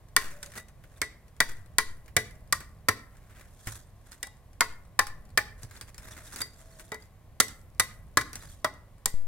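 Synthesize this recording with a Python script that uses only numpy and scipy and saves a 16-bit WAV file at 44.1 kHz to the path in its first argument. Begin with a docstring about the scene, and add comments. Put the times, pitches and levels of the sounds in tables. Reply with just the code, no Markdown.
"""Sharp, ringing chops of a steel trowel's edge on a hollow clay brick, outdoors, close to a small
stereo microphone. Each blow crushes a little clay, knocks the brick's walls, rings the blade and throws
crumbs; the yard and a far wall answer faintly. Between rounds the mason turns the brick over on gritty
ground. A few blows overload the microphone. Behind it all lie a distant rumble, hiss and thin tones."""
import sys
import numpy as np
from scipy import signal
from scipy.fft import rfft, irfft, next_fast_len
from scipy.io import wavfile
from scipy.ndimage import uniform_filter1d

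SR = 44100
rng = np.random.default_rng(int(sys.argv[2]) if len(sys.argv) > 2 else 0)


def to_wav(s):
    """Save 16-bit WAV."""
    ch = np.atleast_2d(s).T  # columns
    pcm = np.round(np.clip(ch, -1, 1) * 32767)  # PCM
    wavfile.write(sys.argv[1], SR, pcm.astype(np.int16))


N = 408807
T = np.arange(SR // 2) / SR  # time axis of one hit
STRIKE_SAMPLES = 1800

# trowel blows and light touches: start_s, knock_db, low_tone_hz, low_tone_db, lower_wall_hz, lower_wall_db,
# upper_wall_hz, upper_wall_db, bite_db, ring_db, clink_hz, clink_db, crush_s
TROWEL_BLOWS = [(0.1643, -40, 419, -39, 1418, -28.5, 1855, -24, -26, -38, 8600, -39, 0.0027),
                (0.429, -63, 436, -72, 1440, -61, 1545, -50.5, -48.5, -60, 7560, -46, 0.0044),
                (0.575, -57, 640, -55, 1100, -55.5, 1980, -56, -52, -43.5, 9370, -45, 0.012),
                (1.0162, -44, 415, -48, 1373, -40, 2130, -32.5, -36, -30.5, 7500, -33.5, 0.0039),
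                (1.4037, -35.5, 919, -41, 1410, -32, 1940, -22, -28.5, -31.5, 3780, -25, 0.0041),
                (1.7837, -42.5, 438, -40.5, 1406, -30.5, 1866, -26.5, -26.5, -31, 4820, -37, 0.0024),
                (2.166, -31.5, 435, -35.5, 1176, -37.5, 2034, -26, -28, -28, 3780, -33, 0.0046),
                (2.525, -43, 894, -56, 1183, -30, 1872, -29.5, -29, -45, 9500, -39, 0.0055),
                (2.8852, -32, 429, -40, 1350, -26.5, 1850, -24.5, -29.5, -35, 5850, -32, 0.0083),
                (4.229, -54.5, 800, -51.5, 954, -60, 1987, -43.5, -42, -40, 8360, -40, 0.0044),
                (4.2694, -60, 855, -58, 1023, -62, 1985, -65, -57.5, -59.5, 3320, -56, 0.0043),
                (4.6074, -37.5, 440, -43, 1146, -25.5, 2116, -26.5, -28.5, -33, 4640, -25.5, 0.0023),
                (4.991, -37, 827, -33, 1158, -26, 1747, -23, -29.5, -38.5, 3600, -34, 0.0063),
                (5.375, -36, 836, -34.5, 1213, -32.5, 1814, -22.5, -30.5, -36, 4660, -38, 0.0051),
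                (6.4161, -55, 420, -53, 1400, -50, 2090, -49.5, -41.5, -42, 4720, -24.5, 0.0058),
                (6.9187, -45, 433, -38.5, 870, -45, 2310, -49, -51, -37, 3790, -45, 0.0037),
                (6.944, -53.5, 433, -49, 987, -56, 1934, -50, -55.5, -58, 8800, -53, .0033),
                (7.401, -35, 435, -41, 1380, -30, 2050, -29.5, -23.5, -28.5, 9100, -26, 0.0081),
                (7.7973, -39, 840, -48, 1433, -30.5, 2046, -29.5, -26.5, -31.5, 3720, -27, 0.0084),
                (8.1716, -32.5, 807, -53, 1084, -25, 1694, -25, -29, -28.5, 8130, -25, 0.006),
                (8.211, -52, 840, -65, 1210, -47, 1510, -41.5, -46, -66, 7500, -47, 0.01),
                (8.645, -40, 842, -38, 619, -28.5, 1927, -32, -38.5, -35.5, 3290, -33.5, .006),
                (9.0579, -44, 426, -51.5, 1003, -41.5, 1933, -40, -30.5, -43.5, 9700, -43, 0.0036)]
# modes of the steel blade: pitch_hz, level_db, t60_s
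BLADE_MODES = [(436, -18, 0.28), (883, -19.5, .17), (1084, -14.5, 0.12), (1420, -17.5, .18),
               (1970, 4.5, .15), (2050, -16, 0.39), (2262, -10, 0.12), (2802, -19, 0.13), (3244, -21, .14),
               (3630, -19.5, 0.17), (3780, -17.5, 0.29), (4330, -22.5, 0.11), (4920, -12.5, 0.086),
               (5950, -19.5, 0.12), (5860, -18, 0.13), (7950, -19.5, 0.12), (8100, -17, .08),
               (8200, -18.5, .1), (9370, -19, 0.082), (9700, -17.5, .1), (9900, -17.5, 0.13)]
# spectra of a blow (knock, two groups of wall modes, crack and fizz of the clay): frequency_hz, gain_db
KNOCK_COLOUR = [(40, -21), (90, 4.5), (170, -6), (250, -1), (340, -5), (450, -2), (620, -0.5), (820, -3.5),
                (1100, -24)]
LOWER_WALL_COLOUR = [(600, -37), (850, -14.5), (1050, -2), (1400, -4.5), (1550, -7), (1900, -40.5)]
UPPER_WALL_COLOUR = [(1200, -37.5), (1480, -9), (1650, -5), (2000, -1), (2170, -18.5), (2300, -4),
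                     (2500, -22), (3200, -29.5)]
CRACK_COLOUR = [(1500, -32), (2400, -3.5), (2700, -6.5), (3600, 1.5), (4200, 0.5), (4750, 4), (5300, -0.5),
                (6000, 1.5), (7500, -17.5)]
FIZZ_COLOUR = [(4500, -29), (6100, -2.5), (7300, 3), (8500, 4.5), (10000, 1), (11700, -0.5), (12500, -9),
               (13500, -4), (15700, -11.5), (17000, -24)]
# the loudest chips and pebbles clicking: start_s, tick_db, body_db, left_over_right_db
CHIP_CLICKS = [(0.4607, -53, -57.5, -1), (0.5189, -59, -58.5, 3), (0.555, -60, -53, 2),
               (0.838, -79, -60, -1), (2.0798, -68, -59, -3), (2.3085, -65.5, -67, -8),
               (2.6045, -55.5, -49.5, -1), (3.6712, -47, -41, -1), (4.1185, -55, -59.5, -6.5),
               (5.0683, -47.5, -48, -3), (5.632, -50, -61, -2.5), (5.7104, -59, -56.5, -1),
               (5.8112, -46.5, -49.5, -1.5), (5.9447, -58, -60, -2), (5.9799, -51.5, -55, 2),
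               (6.3296, -54, -59, -2), (6.3605, -45, -50, 0), (6.7964, -58, -55.5, 2),
               (7.4823, -50.5, -54.5, -9), (8.331, -47.5, -52, 1), (8.3552, -44, -49, 0.5)]
# the brick rocks or is shoved over grit: peak_s, swell_s, fade_s, grit_db, body_db
BRICK_SHOVES = [(0.215, 0.031, 0.16, -48.5, -40), (1.46, 0.036, .13, -51.5, -48),
                (0.436, 0.033, .08, -50, -50), (0.577, .08, 0.056, -53, -46), (0.97, 0.2, 0.059, -67, -62),
                (3.41, 0.32, 0.16, -68, -55.5), (3.6, 0.23, 0.17, -60.5, -66.5),
                (3.685, 0.051, 0.15, -44.5, -47), (4.13, .15, 0.11, -59.5, -58.5),
                (5.63, 0.049, 0.054, -53.5, -49.5), (5.775, 0.098, 0.037, -55, -50.5),
                (5.891, 0.034, 0.03, -58, -50.5), (6.085, .12, 0.048, -54, -48.5),
                (6.125, .03, .06, -48, -45), (6.18, .04, .08, -52, -45.5), (6.252, .03, 0.056, -49, -51),
                (6.406, .13, 0.069, -44, -41.5), (6.6, 0.16, 0.28, -59, -59.5),
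                (6.809, .15, 0.15, -55.5, -56.5), (7.025, .03, .07, -61, -59),
                (8.42, 0.16, 0.14, -54.5, -53), (8.505, 0.043, 0.11, -53.5, -64)]
# spectra of a chip's tick, the clay body and rubbing grit: frequency_hz, gain_db
TICK_COLOUR = [(1500, -42), (3000, -9), (4500, -0.5), (6500, -5), (8400, 2.5), (11000, -1.5),
               (13000, -13.5), (16000, -11)]
CLAY_COLOUR = [(300, -6.5), (700, -11.5), (1100, -8.5), (1600, -2.5), (2000, -4), (2600, -9.5),
               (4000, -18.5)]
GRIT_COLOUR = [(1290, -32), (2200, -1.5), (2970, -7.5), (3220, 2.5), (4380, -7.5), (6420, -0.5), (8580, 0),
               (12700, -4), (14800, -6), (16000, -35)]
# the brick drops on to its side: start_s, level_db, pitch_hz, t60_s
BRICK_DROPS = [(3.67, -31.5, 109, 0.19), (5.633, -39.5, 123, 0.2)]
# slow swings of the overloaded microphone: start_s, left_db
MIC_SWINGS = [(0.165, -30), (1.403, -29), (1.786, -31), (4.606, -35.5), (4.993, -34), (9.057, -28.5)]
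# a soft low pop in the microphone: start_s, left_db, right_db
MIC_POPS = [(9.141, -20, -37)]
# the two microphone ports hear less alike towards the treble: frequency_hz, likeness (-1 to 1)
PORT_LIKENESS = [(30, .8), (80, .95), (180, .94), (350, .92), (700, .9), (1400, .85), (2500, .55),
                 (5000, .3), (9000, .1), (16000, .05)]
# how much more the left port hears: frequency_hz, left_over_right_db
PORT_TILT = [(100, -1.5), (500, -0.9), (1200, 1.64), (2200, 2.04), (4300, 0.2), (8000, -1.3), (13000, 1.85)]
# decay of the reflections from the yard nearby and from the far wall: frequency_hz, t60_s
YARD_DECAY = [(100, 0.87), (500, 0.29), (1500, 0.19), (4000, .24), (9000, 0.18), (16000, 0.2)]
FAR_WALL_DECAY = [(100, 0.44), (500, 0.5), (1800, .45), (4000, 0.25), (9000, 0.38), (16000, 0.97)]
# the far wall gives back less of the top treble: frequency_hz, gain_db
FAR_WALL_COLOUR = [(100, -1), (2000, 1), (5000, 2.5), (12000, -8)]
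# faint tones from far away: start_s, length_s, pitch_hz, level_db
DISTANT_TONES = [(0.292, 0.25, 580, -56), (2.277, 0.23, 620, -65.5), (5.976, 0.35, 630, -61.5),
                 (6.544, 0.37, 650, -61)]
# spectrum of the open air: frequency_hz, gain_db
AIR_COLOUR = [(12, -24), (20, 1.5), (104, -1.5), (277, -21), (377, -23.5), (624, -20.5), (949, -28.5),
              (1090, -24), (1290, -33.5), (1960, -32.5), (2670, -38), (5680, -42.5), (11100, -41),
              (14700, -43), (16000, -49.5)]
# swell of the distant rumble, taken about its mean: time_s, level_db
RUMBLE_SWELL = [(0.0, -54.5), (1.36, -56.5), (1.61, -51), (2.19, -55), (2.37, -50), (2.6, -50), (2.7, -53),
                (4.26, -58), (4.46, -55), (4.96, -55), (5.27, -50.5), (7.11, -56.5), (8.17, -50.5),
                (8.47, -51.5), (8.8, -56.5), (9.05, -57.5)]


def trowel_blow(knock_db, low_tone_hz, low_tone_db, lower_hz, lower_db, upper_hz, upper_db,
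                bite_db, ring_db, clink_hz, clink_db, crush_s):
    """Clay crushes under the edge while the brick's walls ring and the blade rings, with a low tone of its own."""
    bite, crumbling = crushing(crush_s), amp(-13) * onset(0.00097)
    # a glancing blow (much bite, little wall ring) fizzes more and cracks less
    glance_db = bite_db - upper_db
    tilt_db = 1.1 + 0.27 * glance_db
    crack = amp(bite_db - tilt_db) * burst(bite + crumbling * dying(0.087), CRACK_COLOUR)
    fizz = amp(bite_db + tilt_db) * burst(bite + crumbling * dying(0.045), FIZZ_COLOUR)
    knock = amp(knock_db) * burst(dying(0.069), KNOCK_COLOUR)
    lower = amp(lower_db) * brick_wall(lower_hz, LOWER_WALL_COLOUR, t60=0.042, crowd_t60=0.063, crowd_db=3)
    upper = amp(upper_db) * brick_wall(upper_hz, UPPER_WALL_COLOUR,
                                       t60=0.046, crowd_t60=0.067, crowd_db=1.3)
    clink = amp(clink_db) * mode(clink_hz, t60=0.079)
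    low_tone = amp(low_tone_db) * mode(low_tone_hz, t60=0.23)
    ring = amp(ring_db) * blade_ring(hardness_db=bite_db - knock_db)
    return crack + fizz + knock + lower + upper + (low_tone + clink) * onset(0.00089) + ring


def crushing(crush_s, rise_s=0.00038, grain_db=-1.0):
    """Force of the edge biting in: a quick rise, a run of tiny fractures, a release."""
    fractures = wobble(len(T), smooth_samples=14)
    return np.minimum(T / rise_s, 1) ** 2 * np.exp(-(T / crush_s) ** 2) * amp(grain_db * fractures)


def brick_wall(hz, spectrum, t60, crowd_t60, crowd_db):
    """A wall of the brick rings with one strong mode amid a crowd of short ones."""
    crowd = burst(dying(crowd_t60), spectrum)
    strong = unit_hit(mode(hz, t60) * onset(0.002))
    return unit_hit(strong + amp(crowd_db) * crowd)


def blade_ring(hardness_db, spot_db=3.0):
    """The steel rings brighter after a hard contact; each spot on the edge favours other overtones."""
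    hz, db, t60 = np.transpose(BLADE_MODES)
    spot = np.clip(rng.standard_normal(len(hz)), -1.5, 1.5) * (db < db.max())
    db_per_octave = 0.3778 * (hardness_db - 3.5)
    db = db + db_per_octave * np.log2(hz / 1900) + spot_db * spot
    return sum(amp(d) * mode(f, t) for f, d, t in zip(hz, db, t60)) * onset(0.001)


def crumbs(per_blow=16, flight_s=0.36, below_db=-25, settle_db=-9, clay_db=-3):
    """Each blow throws crumbs that patter down on the brick ever more softly, each at its own pitch."""
    out = np.zeros((2, N))
    t = T[:len(T) // 20]
    for start_s, *_, bite_db, _, _, _, _ in TROWEL_BLOWS:
        for lateness, pitch, smallness, side in rng.random((per_blow, 4)):
            ping = np.sin(2 * np.pi * (3500 + 7000 * pitch) * t) * np.exp(-t / 0.002)
            tick = rng.standard_normal((2, len(t))) * np.exp(-t / 0.001)
            level_db = bite_db + below_db + settle_db * lateness - np.log(smallness + 0.05)
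            landing_s = start_s + 0.035 + flight_s * lateness ** 2
            add(out, landing_s, amp(level_db) * (0.4 * ping + tick) * panned(8 * (side - 0.5)))
    return colour(out, TICK_COLOUR) + amp(clay_db) * colour(out, CLAY_COLOUR)


def chip(tick_db, body_db, pan_db):
    """A crumb of clay or a pebble snaps against the brick and tinkles briefly."""
    snap = burst(crushing(0.0022) + amp(-10) * dying(0.11), TICK_COLOUR)
    tinkle = unit_hit(sum(mode(hz, t60=0.054) for hz in rng.uniform(3800, 9000, 3)))
    tick = unit_hit(snap + amp(-5) * tinkle)
    body = burst(dying(0.088), CLAY_COLOUR)
    return (amp(tick_db) * tick + amp(body_db) * body) * panned(pan_db)


def shove(peak_s, swell_s, fade_s, grit_db, body_db, range_db=20, lurch_db=2.5, slip_s=0.0032):
    """Grit crushes and slips under the brick, whose walls colour the rub. Gives start time and sound."""
    t = np.arange(-1.5 * swell_s, 1.5 * fade_s, 1 / SR)
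    lurch = wobble(len(t), smooth_samples=600)
    push = amp(lurch_db * lurch - range_db * np.maximum(-t / swell_s, t / fade_s))
    grains = impulses(len(t), per_s=380, spread_db=3, max_spreads=5)
    slips = signal.lfilter([1], [1, -np.exp(-1 / (slip_s * SR))], grains)
    rub = noise(len(t)) * (unit_rms(slips) + 0.55)
    grit = amp(grit_db) * unit_rms(unit_rms(colour(rub, GRIT_COLOUR)) + amp(-5) * pebbles(len(t)))
    body = amp(body_db) * unit_rms(colour(rub, CLAY_COLOUR))
    scrape = (grit + body) * push * signal.windows.tukey(len(t), 0.05)
    return max(peak_s + t[0], 0), scrape * panned(-1.1)


def pebbles(size, per_s=260, count=28):
    """Small stones snap past each other, each with its own brief pitch."""
    out = np.zeros((2, size))
    for hz in np.geomspace(3000, 12000, count) * rng.uniform(0.95, 1.04, count):
        snaps = impulses(size, per_s / count, spread_db=5.5, max_spreads=4)
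        ring = mode(hz, t60=0.035)[:, :STRIKE_SAMPLES]
        out += signal.oaconvolve(snaps[None], ring, axes=1)[:, :size]
    return unit_rms(out)


def thud(db, hz, t60):
    """The brick's weight lands on packed earth."""
    earth = burst(dying(0.086), [(40, 2), (130, -2), (220, -3.5), (400, -13), (900, -18), (2500, -44)])
    return amp(db) * (mode(hz, t60) + amp(-8) * earth) * onset(0.0015)


def loose_grit(count=36, level_db=-71, spread_db=8, width_db=10):
    """Single grains give way now and then under the brick, the boot and the knee."""
    out = np.zeros((2, N))
    for when, size, side in rng.random((count, 3)):
        db = level_db + spread_db * (size - 0.5)
        add(out, when * N / SR, chip(db, body_db=db - 1, pan_db=width_db * (side - 0.5)))
    return out


def mic_overload(rebound_s=0.105, right_offset_db=-4.5):
    """The overloaded microphone's resting point dips and rebounds slowly; once it gives a soft pop."""
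    out = np.zeros((2, N))
    before, after = np.minimum(T - rebound_s, 0), np.maximum(T - rebound_s, 0)
    rebound = np.exp(-(before / 0.028) ** 2 - after / 0.057)
    dip = np.exp(-(T / 0.04) ** 2)
    swing = (rebound - dip) * onset(0.009)
    pop = onset(0.00082) * np.exp(-(T / 0.16) ** 2)
    for start_s, left_db in MIC_SWINGS:
        add(out, start_s, amp([[left_db], [left_db + right_offset_db]]) * swing)
    for start_s, left_db, right_db in MIC_POPS:
        add(out, start_s, amp([[left_db], [right_db]]) * pop)
    return out


def reflections(x, delay_s, rise_s, decay):
    """Scattered sound reaches the microphone after a delay, each band dying at its own speed."""
    hz, t, bands = signal.stft(noise(len(T)), SR, nperseg=256)
    bands = bands * amp(-60 * t / value_at(decay, hz)[:, None])
    tail = signal.istft(bands, SR, nperseg=256)[1][:, :len(T)] * onset(rise_s)
    tail = np.pad(tail / np.linalg.norm(tail[0]), ((0, 0), (round(delay_s * SR), 0)))
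    return signal.oaconvolve(x, tail, axes=1)[:, :N]


def distant_tones(waver=0.023):
    """Thin, slightly wavering tones a long way off."""
    out = np.zeros((2, N))
    for start_s, length_s, pitch_hz, db in DISTANT_TONES:
        size = round(length_s * SR)
        hz = pitch_hz * (1 + waver * wobble(size, smooth_samples=600))
        tone = np.sin(2 * np.pi * np.cumsum(hz) / SR)
        add(out, start_s, amp(db) * tone * signal.windows.tukey(size, 0.5))
    return out


def open_air(level_db=-51.5, rumble_hz=300):
    """Distant outdoor rumble that swells a little, under a steady hiss."""
    time_s, db = np.transpose(RUMBLE_SWELL)
    swell_db = np.interp(np.arange(N) / SR, time_s, db - db.mean())
    wash = amp(level_db) * unit_rms(colour(noise(next_fast_len(N))[:, :N], AIR_COLOUR))
    rumble = signal.sosfilt(signal.butter(1, rumble_hz, fs=SR, output="sos"), wash)
    return wash + rumble * (amp(swell_db) - 1)


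def noise(size):
    """White noise as the two ports hear it: alike in the bass, unrelated in the treble."""
    a, b = rfft(rng.standard_normal((2, size)))
    likeness = value_at(PORT_LIKENESS, np.fft.rfftfreq(size, 1 / SR))
    mid, side = a * np.sqrt(1 + likeness), b * np.sqrt(1 - likeness)
    return irfft(np.array([mid + side, mid - side]), size)


def mode(hz, t60):
    """One decaying mode; the ports hear it further apart in phase as its pitch rises."""
    apart = np.arccos(value_at(PORT_LIKENESS, hz)) * np.array([[0.5], [-0.5]]) * rng.choice([-1, 1])
    return np.sin(2 * np.pi * (hz * T + rng.random()) + apart) * dying(t60)


def burst(envelope, spectrum):
    """A hit of coloured noise at unit level."""
    return unit_hit(colour(noise(len(T)) * envelope, spectrum))


def impulses(size, per_s, spread_db, max_spreads):
    """Randomly timed clicks, most small and a few large."""
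    heights = amp(spread_db * np.minimum(rng.exponential(1, size), max_spreads))
    return heights * (rng.random(size) < per_s / SR)


def colour(x, spectrum):
    """Causal filter with the given spectrum, so that attacks stay sharp."""
    log_gain = np.log(amp(value_at(spectrum, abs(np.fft.fftfreq(2 ** 12, 1 / SR)))))
    taps = np.fft.ifft(np.exp(np.conj(signal.hilbert(log_gain)))).real[:2 ** 11]
    return signal.oaconvolve(x, taps[None], axes=1)[:, :x.shape[1]]


def wobble(size, smooth_samples):
    return unit_rms(uniform_filter1d(rng.standard_normal(size), size=smooth_samples))


def onset(rise_s):
    return 1 - np.exp(-T / rise_s)


def dying(t60):
    return amp(-60 * T / t60)


def amp(db):
    return 10 ** (np.asarray(db) / 20)


def unit_rms(x):
    return x / np.sqrt(np.mean(x ** 2) + 1e-20)


def unit_hit(x):
    """Unit level over the first 40 ms of a hit."""
    return x / np.sqrt(np.mean(x[..., :STRIKE_SAMPLES] ** 2) + 1e-20)


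def value_at(points, hz):
    points_hz, values = np.transpose(points)
    return np.interp(np.log(hz + 1), np.log(points_hz), values)


def panned(left_over_right_db):
    return amp(np.array([[0.5], [-0.5]]) * left_over_right_db)


def add(mix, start_s, sound):
    part = mix[:, round(start_s * SR):][:, :sound.shape[-1]]
    part += sound[..., :part.shape[1]]


def scene(right_lag_samples=2):
    """Blows, chips and shoves close to the microphone, with the yard around and a far wall behind."""
    close = crumbs() + loose_grit()
    for start_s, *row in TROWEL_BLOWS:
        add(close, start_s - 0.0004, trowel_blow(*row))  # the bite peaks at start_s
    for start_s, *row in CHIP_CLICKS:
        add(close, start_s, chip(*row))
    for start_s, *row in BRICK_DROPS:
        add(close, start_s, thud(*row))
    for row in BRICK_SHOVES:
        add(close, *shove(*row))
    yard = amp(-17) * reflections(close, delay_s=0.0074, rise_s=0.0078, decay=YARD_DECAY)
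    dulled = colour(close, FAR_WALL_COLOUR)
    far_wall = amp(-25) * reflections(dulled, delay_s=0.07, rise_s=0.0068, decay=FAR_WALL_DECAY)
    left, right = close + yard + far_wall + open_air() + distant_tones() + mic_overload()
    # sound reaches the left port a moment earlier
    return np.array([left, np.pad(right, (right_lag_samples, 0))[:N]])


def record(dry, ceiling=0.75, cutoff_hz=16100):
    """The microphone: each port colours the sound, loud peaks are rounded off, the top treble is cut."""
    left = colour(dry[:1], np.array(PORT_TILT) * [1, 0.5])
    right = colour(dry[1:], np.array(PORT_TILT) * [1, -0.5])
    ports = np.vstack([left, right])
    rounded = ports / (1 + (ports / ceiling) ** 4) ** 0.25
    lowpass = signal.firwin(255, cutoff_hz, window=("kaiser", 9), fs=SR)
    return signal.oaconvolve(rounded, lowpass[None], "same")


dry = scene()
out = record(dry)
to_wav(out)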